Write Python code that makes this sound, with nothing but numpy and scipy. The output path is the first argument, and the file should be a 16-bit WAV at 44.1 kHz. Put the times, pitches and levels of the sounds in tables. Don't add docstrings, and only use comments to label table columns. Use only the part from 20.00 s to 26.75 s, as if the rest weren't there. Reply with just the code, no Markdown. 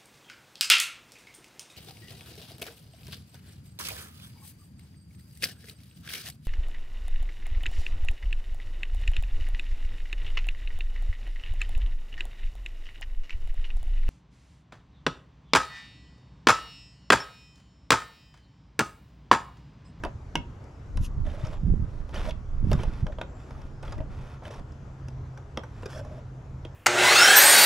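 import sys
import numpy as np
from scipy import signal
from scipy.fft import rfft, irfft
from scipy.io import wavfile
from scipy.ndimage import uniform_filter1d

SR = 44100
rng = np.random.default_rng(int(sys.argv[2]) if len(sys.argv) > 2 else 0)


def file_out(sig):
    cols = np.atleast_2d(sig).T
    lim = np.clip(cols, -1, 1)
    pcm = np.round(lim * 32767).astype(np.int16)
    wavfile.write(sys.argv[1], SR, pcm)


def invert_db(x):
    u = np.asarray(x, float) / 20
    return 10 ** u


N = 297675
TIME = np.arange(N) / SR

# tone in Hz, level in dB, time to fall 60 dB in seconds.
LID_MODES = [(1175, 7, 0.008), (1455, -4, 0.065), (1587, -2.5, 0.034), (1970, -8, 0.042)]
KEY_MODES = [(4864, 3, 0.039), (5430, 16, 0.011), (5820, 6.5, 0.021), (6380, 2, 0.029), (7800, -9, 0.007),
             (10150, -34, .02), (11400, -14, 0.0091)]
RIM_MODES = [(2127, -15, 0.066), (2652, -3.5, 0.027), (3400, -35, 0.04), (3666, -14, 0.065)]
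# start in seconds, rim level in dB, then key, lid and can body
# in dB relative to the rim.
CLICK_EVENTS = [(0.037, -34.5, -1.5, 10.5, 5.5), (0.0492, -36.5, -6, -6, 11.5), (0.3544, -25.5, 0, 2, -4.5),
                (0.641, -67.5, 12.5, -1, -10), (0.9723, -36.5, -2, -3.5, -6), (2.0926, -49, -4, 3, 6.5),
                (2.3081, -36, -5, -20, -14), (2.7148, -30, -10, -5, 3.5), (2.7305, -37, 6, 11.5, 6.5),
                (2.834, -32.5, -7, -12, -4), (3.0669, -40, -4, 3, 9), (3.1856, -43, -29, -13, 13.5),
                (3.2136, -33, -9.5, 5, 7.5), (3.5078, -50, 0.5, 7, 11), (3.6174, -54.5, 4, 6, -6),
                (3.9807, -48, -5, -12, 8.5), (4.0041, -49, -30, -2, 14.5), (4.4225, -62.5, -22, 1, 24.5),
                (4.721, -66.5, 13, -5, -9), (5.084, -46.5, 2, -2.5, 3), (5.5735, -34.5, -1.5, 1.5, 5),
                (5.8323, -53, -8, 11, 17), (6.6501, -37, -11, -21, 0)]


def evened(x):
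    return x / np.sqrt(np.mean(x ** 2) + 1e-20)


def read(points, hz):
    f, value = np.transpose(points)
    return np.interp(np.log(hz + 1), np.log(f + 1), value)


def add(mix, s, sound):
    part = mix[round(s * SR):][:len(sound)]
    part += sound[:len(part)]


def coloured(x, points):
    size = x.shape[-1]
    gain = invert_db(read(points, np.fft.rfftfreq(size, 1 / SR)))
    return evened(irfft(rfft(x) * gain, size))


def ringing(modes, t, extra_db=0):
    hz, db, t60 = np.transpose(modes)[:, :, None]
    fading = invert_db(db + np.reshape(extra_db, (-1, 1)) - 60 * t / t60)
    ring = (fading * np.sin(2 * np.pi * hz * t)).sum(0)
    return ring / abs(ring).max()


def grains(size, spread_db, share):
    big = invert_db(spread_db * np.minimum(rng.exponential(1, size), 4))
    return rng.standard_normal(size) * big * (rng.random(size) < share)


def window(t, start, end, attack_s, release_s):
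    return np.clip(np.minimum((t - start) / attack_s, (end - t) / release_s), 0, 1)


def background():
    # tone in Hz, likeness of left and right from 0 to 1.
    likeness = [(60, 0.99), (180, 1), (530, 0.82), (1570, 0.3), (4660, 0.7), (13800, 0.4)]
    # tone in Hz, left minus right in dB.
    balance = [(60, -1), (180, -0.5), (530, 3.5), (1570, 3), (4660, -0.5), (13800, 6)]
    # tone in Hz, level in dB per Hz.
    air_colour = [(12, -24), (22, -22), (45, -4), (70, -2), (130, -5.5), (165, -17), (250, -18.5),
                  (550, -25.5), (1300, -30.5), (2200, -41.5), (4000, -50), (6400, -49.5), (7700, -54.5),
                  (8400, -62.5), (12300, -66), (13500, -85)]
    level_db, patch_db = -41.5, 1.6
    frames, hz = N // 512 + 5, np.fft.rfftfreq(2048, 1 / SR)
    a, b, c, d, patches = rng.standard_normal((frames, 1025, 5)).T
    patches = uniform_filter1d(patches, size=24, axis=0)
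    patches = evened(uniform_filter1d(patches, size=8, axis=1))
    same = np.clip(read(likeness, hz), 0, 1)[:, None]
    lean = invert_db(read(balance, hz) / 2)[:, None]
    left = a + 1j * b
    right = same * left + np.sqrt(1 - same ** 2) * (c + 1j * d)
    z = np.array([lean * left, right / lean])
    z *= invert_db(read(air_colour, hz)[:, None] + patch_db * patches)
    return invert_db(level_db) * evened(signal.istft(z, nperseg=2048, noverlap=1536)[1][:, :N])


def wind():
    # middle in seconds, length in seconds, rumble in dB, flutter in dB relative to the rumble,
    # left minus right in dB.
    gusts = [(0.065, 0.075, -35, -4.5, -1), (0.388, 0.058, -46.5, 16.5, -2), (1.015, 0.19, -26.5, -10, 3.5),
             (1.232, 0.18, -26, -13, -5), (1.52, 0.3, -32.5, -14.5, -6), (1.704, 0.11, -26.5, -0.5, -10.5),
             (1.805, 0.12, -23, -11, -7.5), (1.99, 0.12, -32.5, -18.5, -9), (2.265, 0.33, -31.5, -13, -5.5),
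             (2.613, 0.3, -29.5, -37, -2), (2.73, 0.28, -28, -3, -6), (2.878, 0.097, -32, -12, -5),
             (3.052, 0.19, -32.5, -9, -1), (3.245, 0.17, -48, -5, -2), (3.54, 0.15, -45, -16, 0),
             (3.652, 0.27, -40.5, -9.5, 0), (3.873, 0.084, -48, -2, 4), (3.989, 0.27, -33, -10.5, -2),
             (4.187, 0.16, -37.5, -32, -5), (4.607, 0.079, -38.5, -5.5, 0)]
    edge_db = -11
    shared, left, right = grains((3, N), 1.2, 260 / SR)
    eddies = 1.14 * shared + 0.5 * np.array([left, right])
    rumble = coloured(eddies, [(8, -38), (22, 8.5), (70, -4.0), (110, -14.0), (200, -54), (400, -140)])
    flutter = coloured(eddies, [(50, -6.5), (100, -7.5), (170, -3.5), (300, -14), (500, -35.5),
                                (900, -52.0), (2000, -140)])
    middle, length, db, flutter_db, pan_db = np.transpose(gusts)[:, :, None]
    coarse = TIME[::64]
    arch_db = db + edge_db * (2 * (coarse - middle) / length) ** 2
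    ports_db = np.array([arch_db + pan_db / 2, arch_db - pan_db / 2])
    low = [np.interp(TIME, coarse, gain) for gain in invert_db(ports_db).sum(1)]
    high = [np.interp(TIME, coarse, gain) for gain in invert_db(ports_db + flutter_db).sum(1)]
    return low * rumble + high * flutter


def catch(db, hz, rise_s, haste):
    t = np.arange(0, 8 * rise_s, 1 / SR)
    slip = evened(uniform_filter1d(rng.standard_normal(len(t)), size=round(rise_s * SR / 2)))
    swell = haste * t / rise_s * np.exp(1 - haste * t / rise_s)
    return invert_db(db) * (1 + 0.27 * slip) * swell * np.sin(2 * np.pi * hz * t)


def catches():
    # time in seconds, level in dB, tone in Hz.
    pings = [(0.0354, -56, 11200), (0.0354, -60, 7300), (5.5735, -33, 3270), (0.0484, -54, 9000),
             (0.0484, -41, 4760), (0.0489, -58.1, 10750), (0.9723, -53, 10860), (0.9723, -58, 7800),
             (0.9728, -53, 9100), (0.9733, -57, 9800), (2.1476, -46, 4760), (2.1551, -45.5, 5943),
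             (2.1556, -39.5, 1860), (2.1611, -37.5, 3050), (2.1651, -40, 1760), (2.1656, -48.5, 4500),
             (2.178, -43, 1540), (2.1795, -43, 3600), (2.2958, -41, 3430), (2.3078, -55, 5890),
             (2.3078, -39, 3280), (2.7133, -51.7, 10900), (2.7143, -48, 11800), (2.7143, -52, 9700),
             (2.7163, -44, 4530), (2.7298, -52, 12150), (2.7308, -43, 7105), (2.7323, -41, 3600),
             (2.7867, -54, 2380), (2.7956, -44, 2300), (2.8011, -46, 3140), (2.8326, -53, 4280),
             (2.8331, -55, 10292), (3.2127, -31, 3230), (3.9241, -45, 4940), (5.3748, -42.5, 1535),
             (5.5723, -30.5, 1160), (5.5733, -38.5, 5540), (5.5738, -32, 2090), (5.6357, -39, 1510),
             (5.8597, -44.5, 2450), (5.8607, -46, 5230), (5.9315, -46, 1770), (5.9609, -51, 5400)]
    # time in seconds, level in dB, tone in Hz.
    nicks = [(0.9723, -59, 7795), (0.9733, -51, 3930), (0.9775, -41, 1010), (1.2621, -54, 3470),
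             (1.2661, -49, 1750), (1.2726, -52.2, 1851), (1.298, -54, 3110), (1.4143, -52, 3570),
             (1.4352, -54, 1894), (1.4477, -50, 2990), (1.453, -42, 1248), (1.4647, -48, 1060),
             (1.4707, -55, 5340), (1.4726, -50, 1500), (1.542, -45.5, 1050), (2.741, -48, 840),
             (2.7804, -47, 1033), (2.7867, -60, 2480), (2.7931, -50, 1076), (2.8101, -55, 3100),
             (2.8328, -38, 1100), (5.5735, -36, 2630), (3.1218, -50, 1840), (3.1837, -45, 3280),
             (3.2148, -39.5, 3680), (3.5055, -54, 1020), (3.5507, -46.5, 1230), (3.5624, -53, 1340),
             (3.8268, -60, 5440), (3.8303, -54, 2560), (3.8308, -50, 1040), (3.8792, -47, 3370),
             (3.9221, -52, 1937), (3.9226, -57, 6640), (3.9889, -48, 1937), (3.9899, -56, 1033),
             (4.4528, -43, 1660), (4.4564, -50, 2700), (4.458, -53, 1033), (4.4653, -50, 3550),
             (4.4733, -58, 1390), (4.5063, -49, 1830), (4.5097, -55, 2700), (4.5382, -45, 1720),
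             (5.8312, -48, 2730), (5.8309, -41, 1020), (5.8657, -51, 3660), (5.902, -51, 1500),
             (5.9295, -48, 3400), (5.947, -57, 5230), (5.949, -50, 3402), (5.9759, -42.5, 1679),
             (5.9779, -51, 5900)]
    # time in seconds, level in dB, tone in Hz.
    jolts = [(0.0339, -33, 960), (0.0339, -43, 368), (0.0344, -41, 635), (0.0454, -31.5, 378),
             (0.0459, -41, 947), (0.0479, -29, 682), (1.2721, -35, 586), (1.3399, -41, 574),
             (1.3794, -40, 622), (1.4078, -41.5, 620), (1.518, -43, 565), (1.537, -40, 603),
             (2.1481, -40, 627), (2.1606, -57, 373), (2.1621, -40, 566), (2.201, -44, 643),
             (2.2529, -43, 946), (2.2604, -35, 630), (2.2873, -32, 624), (2.2923, -41.5, 963),
             (2.7178, -26.5, 580), (2.722, -43, 1050), (2.7303, -34, 824), (2.7343, -30.5, 371),
             (2.7482, -41, 1150), (2.8016, -35.5, 350), (2.8316, -39, 550), (2.837, -39, 866),
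             (3.0655, -40, 660), (3.1818, -56, 940), (3.1838, -38, 627), (3.2122, -32, 660),
             (3.8956, -52, 626), (3.9221, -51, 575), (3.9789, -37, 332), (3.9879, -41, 607),
             (4.0014, -42.5, 331), (4.0029, -41, 646), (4.4698, -39.5, 634), (4.5052, -41.5, 580),
             (5.5703, -37, 870), (5.5718, -35.5, 536), (5.5743, -44, 324), (5.8337, -33.5, 484),
             (5.8597, -30.5, 383), (5.9669, -42.5, 584), (5.9954, -38.5, 573), (6.0113, -39.5, 570),
             (6.0492, -52, 581), (6.118, -55, 547)]
    ping_rise_s, jolt_rise_s = .0018, .0045
    blow_reach_s, blow_haste = .007, 1.7
    blows = np.append(np.transpose(CLICK_EVENTS)[0], np.inf)
    out = np.zeros(N)
    for rows, rise_s in ((pings, ping_rise_s), (nicks, ping_rise_s), (jolts, jolt_rise_s)):
        for s, db, hz in rows:
            start, haste = s - rise_s / 2, 1
            blow = blows[np.searchsorted(blows, start)]
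            if blow - start < blow_reach_s:
                start, haste = blow, blow_haste
            add(out, start, catch(db, hz, rise_s, haste))
    return out


def struck(modes, db):
    t = np.arange(9000) / SR
    return invert_db(db) * ringing(modes, t) * (1 - np.exp(-t / 0.00025))


def thumps():
    # time in seconds, level in dB, board tone in Hz.
    board_knocks = [(0.036, -35, 324), (0.0492, -31.5, 315), (0.3539, -22.5, 307), (0.973, -33.5, 210),
                    (2.716, -18, 197), (2.762, -28.5, 133), (2.778, -19.5, 91), (2.797, -20.5, 111),
                    (3.2135, -36, 282), (4.004, -35, 291), (5.084, -38, 244.5), (5.5763, -27, 230),
                    (5.862, -28, 399), (6.653, -32, 335)]
    out = np.zeros(N)
    for s, db, hz in board_knocks:
        add(out, s, struck([(hz, 0, .06), (1.28 * hz, -6, .04)], db))
    return out


def rattling(ring, depth):
    flutter = evened(uniform_filter1d(rng.standard_normal(len(ring)), size=130))
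    return ring * (1 + depth * flutter * np.minimum(np.arange(len(ring)) / 500, 1))


def lid_rings():
    # tone in Hz, level in dB, time to fall 60 dB in seconds.
    knock_modes = [(1460, -11, 0.083), (2270, -7, 0.15), (2630, 5, 0.13), (2930, 1, 0.065), (3400, -22, .1),
                   (3560, -13, 0.037)]
    snap_modes = [(956, 16.5, 0.016), (1545, -11, 0.028), (2186, -2.5, 0.1), (2850, 18.5, 0.015),
                  (2870, -8, 0.039), (3660, 4, 0.02), (5170, -16, 0.024), (6000, 2, 0.022)]
    snap_long_modes = [(1276, -20, .2), (2676, -9, .18), (3345, -15, .22), (945, -8, .24)]
    out = np.zeros(N)
    add(out, 0.036, rattling(struck(knock_modes, -35), .65))
    add(out, .3556, rattling(struck(snap_modes + snap_long_modes, -9), .2))
    return out


def click(db, key_db, lid_db, can_db, rim_hz):
    # tone in Hz, level in dB, time to fall 60 dB in seconds.
    can_modes = [(560, 2, 0.22), (627.5, 9, 0.077), (710, 8, 0.0067), (814, 3.5, 0.026), (885, -15, 0.065),
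                 (940, 13, 0.024)]
    # low edge in Hz, high edge in Hz,
    # time for the crack to fall 60 dB in seconds, share of ringing from 0 to 1.
    parts = [(1860, 3440, 0.028, 0.62), (4430, 10100, 0.012, 0.76), (1224, 1660, 0.012, 0.67),
             (398, 940, 0.1, 0.64)]
    tick_db, tick_t60_s = -9, 0.006
    t = np.arange(5000) / SR
    rise = 1 - np.exp(-t / 0.0002)
    contact = uniform_filter1d(rng.standard_normal(len(t)), size=3)
    out = invert_db(db + tick_db - 60 * t / tick_t60_s) * rise * contact
    objects = RIM_MODES + [(rim_hz, 3, .018)], KEY_MODES, LID_MODES, can_modes
    for gain_db, modes, (low, high, t60, share) in zip((0, key_db, lid_db, can_db), objects, parts):
        band = signal.butter(2, [low, high], "bandpass", fs=SR, output="sos")
        crack = signal.sosfilt(band, rng.standard_normal(len(t)) * rise * invert_db(-60 * t / t60))
        ring = ringing(modes, t, 2 * rng.standard_normal(len(modes))) * rise
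        part = (1 - share) * crack / abs(crack).max() + share * ring
        out = out + invert_db(db + gain_db) * part / abs(part).max()
    return out


def spot(hz):
    return hz * (1 + 0.095 * rng.standard_normal())


def clicks():
    out = np.zeros(N)
    for s, *blow in CLICK_EVENTS:
        add(out, s, click(*blow, spot(2890)))
    return out


def puffs():
    # middle in seconds, level in dB, left minus right in dB, tone in Hz.
    eddies = [(0.985, -22, -1, 87), (1.004, -19.5, -10, 80.7), (1.214, -21, -4, 78), (1.441, -19.5, 9, 96),
              (1.636, -17, -8.5, 131), (1.656, -15, -7, 81), (1.675, -31, -1, 99.6), (1.72, -13, 5, 79),
              (1.18, -21.5, -5, 80), (1.804, -19.5, -8, 80.7), (1.825, -15.5, -6.5, 86),
              (2.548, -29, -13, 81), (2.644, -14.5, -9, 108.5), (2.674, -17, -9, 116),
              (2.726, -14, -1, 101), (2.739, -13, -2, 116), (2.754, -13, -4, 132), (3.033, -14, -5.5, 95),
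              (3.044, -19, -10, 131), (1.74, -22.5, -11, 287), (2.648, -31, -10, 362),
              (2.72, -16.5, -2, 560)]
    out, t = np.zeros((2, N)), np.arange(-900, 900) / SR
    for s, db, pan_db, hz in eddies:
        push = np.cos(2 * np.pi * hz * t + 2 * np.pi * rng.random()) * np.exp(-(t * hz / 0.45) ** 2)
        add(out[0], s + t[0], invert_db(db + pan_db / 2) * push)
        add(out[1], s + t[0], invert_db(db - pan_db / 2) * push)
    return out


def seal():
    # time in seconds, level in dB.
    leak = [
        (1.001, -65.5),
        (1.05, -47),
        (1.064, -50.5),
        (1.08, -68),
        (1.1, -86),
    ]
    # tone in Hz, level in dB per Hz.
    hiss_colour = [(1180, -42), (2000, -7), (2380, -24), (2500, 1), (2670, 0.5), (4330, -9), (6490, -1),
                   (7900, -14.5), (11300, -6.5), (14300, -25)]
    s, db = np.transpose(leak)
    t = np.arange(s[0], s[-1], 1 / SR)
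    hiss = coloured(rng.standard_normal(len(t)), hiss_colour)
    return s[0], invert_db(np.interp(t, s, db)) * hiss * signal.windows.tukey(len(t), .2)


def hum():
    # start in seconds, end in seconds, level in dB.
    loose_grips = [(1.234, 1.342, -47.5), (1.316, 1.496, -48.5), (1.502, 1.554, -41), (2.13, 2.2, -52),
                   (2.238, 2.324, -35.5), (3.054, 3.124, -36), (3.88, 3.932, -46), (3.958, 4.043, -41),
                   (4.42, 4.498, -44), (5.925, 6.02, -42), (6.032, 6.211, -41.5)]
    short = np.arange(6000) / SR
    body = invert_db(-60 * short / 0.085) * np.sin(2 * np.pi * 618 * short)
    hollow = evened(signal.oaconvolve(grains(N, 1.8, .15), body)[:N])
    level, fade_s = np.zeros(N), 0.024
    for start, end, db in loose_grips:
        level += invert_db(db - 6.5) * window(TIME, start, end, fade_s, fade_s)
    return hollow * level


def stroke(row, modes, judder_db, ring, attack_s, release_s):
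    # tone in Hz, level in dB per Hz.
    rasp_colour = [(250, 3), (450, 4), (800, -0.5), (1400, -1.5), (2200, -5.5), (3500, -10), (4500, -19),
                   (6000, -34), (10000, -89)]
    grit_colour = [(2500, -44), (4000, -11.5), (5500, 2.5), (7500, -4.5), (10000, -8), (12500, -11),
                   (14300, -25)]
    start, end, first_db, last_db, grit_db = row
    t, short = np.arange(18000) / SR, np.arange(3000) / SR
    judder = evened(uniform_filter1d(rng.standard_normal(len(t)), size=250))
    slips = grains(len(t), 1.8, .15) * invert_db(judder_db * judder)
    wall = evened(signal.oaconvolve(slips, ringing(modes, short))[:len(t)])
    steel = evened(signal.oaconvolve(slips, ringing(KEY_MODES, short))[:len(t)])
    rasp = coloured(slips, rasp_colour) + ring * wall
    grit = coloured(slips, grit_colour) + ring * steel
    pressure = invert_db(np.interp(t, [0, end - start], [first_db, last_db]))
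    grip = window(t, 0, end - start, attack_s, release_s)
    return grip * pressure * (rasp + invert_db(grit_db) * grip ** 2 * grit)


def strokes(rows, modes, **kind):
    out = np.zeros(N)
    for row in rows:
        add(out, row[0], stroke(row, modes, **kind))
    return out


def turning():
    # start in seconds, end in seconds, pressure at start in dB, pressure at end in dB,
    # grit in dB relative to the rasp.
    turns = [
        (1.24, 1.59, -52.5, -48.5, -17.5),
        (2.125, 2.335, -40, -43, -18),
        (2.72, 2.88, -52.5, -41.5, -17),
    ]
    return strokes(turns, LID_MODES + RIM_MODES, judder_db=1.7, ring=0.12, attack_s=0.016, release_s=0.043)


def skid(*blow):
    length_s = .0022
    t = np.arange(500) / SR
    slips = grains(len(t), 0.41, 0.084) * t / length_s * np.exp(-t / length_s)
    once = click(*blow)
    chatter = signal.oaconvolve(once, slips)
    return chatter * abs(once).max() / abs(chatter).max()


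def skids():
    # start in seconds, rim level in dB, then key, lid and can body in dB relative to the rim.
    slips = [(1.262, -46.5, -7, -5, -2), (1.2714, -54, -18, -3, 1), (1.299, -52, -13, -19, -1),
             (1.4476, -46.5, -1.5, -9, 4), (1.4665, -49, 2, -3, 9.5), (2.7871, -46, -22, -9, 7),
             (3.12, -48.5, -31, -2, 4), (3.8259, -43.5, -4, -8, 7.5), (3.8777, -48, -19, -20, 8),
             (3.9205, -46.5, 3, -15, 12.5), (4.451, -42, -12, -14, -3), (4.505, -47.5, -1.5, -11, 6),
             (4.5382, -50.5, 1, -12, 9.5), (4.5855, -55, -12, -11, 15), (5.374, -51, 3, 4, 9),
             (5.6331, -59.5, 7, 9, 22), (5.8215, -58, 8, -5, 14), (5.856, -45, 4, 8, 1),
             (6.0466, -67, 14, 4, 27)]
    out = np.zeros(N)
    for s, *blow in slips:
        add(out, s, skid(*blow, spot(3340)))
    return out


def katydid():
    # start in seconds, end in seconds, level in dB, wing strokes per second.
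    songs = [
        (1.334, 1.597, -80, 88),
        (3.235, 3.512, -78.5, 126),
        (5.724, 6.037, -77, 110),
    ]
    buzz = coloured(rng.standard_normal(N), [(6700, -35), (7200, -2), (7450, 9), (7750, -23), (8200, -44.5)])
    out = np.zeros(N)
    for start, end, db, rate in songs:
        wings = np.cos(np.pi * rate * (TIME - start)) ** 4
        out += invert_db(db) * wings * window(TIME, start, end, 0.072, 0.02)
    return 2.9 * out * buzz


def sliding():
    # start in seconds, end in seconds, pressure at start in dB, pressure at end in dB,
    # grit in dB relative to the rasp.
    rubs = [(6.0, 6.23, -61.5, -57.5, -15), (1.85, 2.05, -64, -63, -12.5), (2.05, 2.16, -65, -58, -9),
            (2.62, 2.76, -69, -42.5, -12), (2.83, 3.05, -52.5, -52, -16), (3.34, 3.71, -58.5, -59, -15.5),
            (4.08, 4.39, -55.5, -53, -16.5), (5.6, 5.87, -72, -51.5, -15.5)]
    return strokes(rubs, LID_MODES + RIM_MODES, judder_db=.6, ring=0.32, attack_s=0.033, release_s=0.039)


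def dragging():
    # start in seconds, end in seconds, pressure at start in dB,
    # pressure at end in dB, grit in dB relative to the rasp.
    pushes = [
        (2.14, 2.19, -50, -57, -9),
        (2.25, 2.312, -58, -43, -10),
        (2.78, 2.83, -52, -47, -20),
    ]
    drags = [
        (3.825, 3.97, -49.5, -52.5, -17.5),
        (4.43, 4.5, -51, -46, -16.5),
        (4.5, 4.61, -49.5, -53.5, -15.5),
    ]
    return strokes(pushes + drags, LID_MODES + RIM_MODES,
                   judder_db=2.1, ring=0.18, attack_s=0.0056, release_s=0.013)


def motor():
    # time in seconds, pitch in Hz, level in dB.
    course = [(3.4, 133.8, -42.5), (4.5, 133.8, -51.5), (4.8, 132.8, -44.5), (5.3, 131.5, -43.5),
              (5.7, 131.2, -55.5), (5.999, 130.8, -45.5), (6.75, 129.3, -47.5)]
    s, hz, db = np.transpose(course)
    waver = evened(uniform_filter1d(rng.standard_normal(N), size=6000))
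    tone = np.sin(2 * np.pi * np.cumsum(np.interp(TIME, s, hz) + 1.33 * waver) / SR)
    fade_in = np.clip((TIME - s[0]) / 0.48, 0, 1)
    return np.sqrt(2) * tone * invert_db(np.interp(TIME, s, db)) * fade_in


def lifting():
    # start in seconds, end in seconds, pressure at start in dB, pressure at end in dB,
    # grit in dB relative to the rasp.
    lifts = [
        (5.87, 6.025, -50, -50, -8.5),
    ]
    # tone in Hz, level in dB, time to fall 60 dB in seconds.
    groove_modes = [(1575, 6, 0.052), (1830, 7, 0.021), (3480, 2, 0.034), (4740, -26, .05)]
    return strokes(lifts, groove_modes, judder_db=0.6, ring=0.48, attack_s=0.03, release_s=0.025)


def porch(x):
    # tone in Hz, time to fall 60 dB in seconds.
    decay = [(200, 0.066), (1000, 0.31), (3000, 0.25), (10000, .1)]
    taps = np.zeros((2, SR // 2))
    starts = np.arange(200, SR // 2 - 20, 20)
    at = starts + rng.integers(0, 20, (2, len(starts)))
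    np.put_along_axis(taps, at, rng.choice([-1., 1.], at.shape), 1)
    hz, t, z = signal.stft(taps, SR, nperseg=256)
    tail = signal.istft(z * invert_db(-60 * t / read(decay, hz)[:, None]), SR, nperseg=256)[1]
    return signal.fftconvolve(x[None], tail / np.linalg.norm(tail[0]), axes=1)[:, :N]


def ports(x):
    # tone in Hz, left minus right in dB.
    can_balance = [(60, 0), (230, -0.5), (910, -1), (3550, -2), (13800, 2)]
    # tone in Hz, lag of the left port in radians.
    can_lag = [(500, .06), (3000, 0.54), (10500, 0.51), (13000, 1.5)]
    hz = np.fft.rfftfreq(N, 1 / SR)
    lean = invert_db(read(can_balance, hz) / 2) * np.exp(-.5j * read(can_lag, hz))
    return irfft(rfft(x) * np.array([lean, 1 / lean]), N)


def scene():
    far = background() + motor() + katydid() * invert_db([[1.5], [-1.5]])
    air = wind() + puffs()
    can = catches() + thumps() + lid_rings() + clicks() + skids() + hum()
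    can += turning() + sliding() + dragging() + lifting()
    add(can, .0192, invert_db(-21) * can)
    room = porch(can)
    add(can, *seal())
    return ports(can) + invert_db(-16) * room + far + .32 * np.tanh(air / .32)


def roll_off(x):
    return signal.sosfilt(signal.butter(12, 14440, fs=SR, output="sos"), x)


def record(dry):
    edge = signal.firwin(255, 14300, window=("kaiser", 8), fs=SR)
    mix = signal.oaconvolve(dry, edge[None], "same")
    return roll_off(mix)


dry = scene()
out = record(dry)
file_out(out)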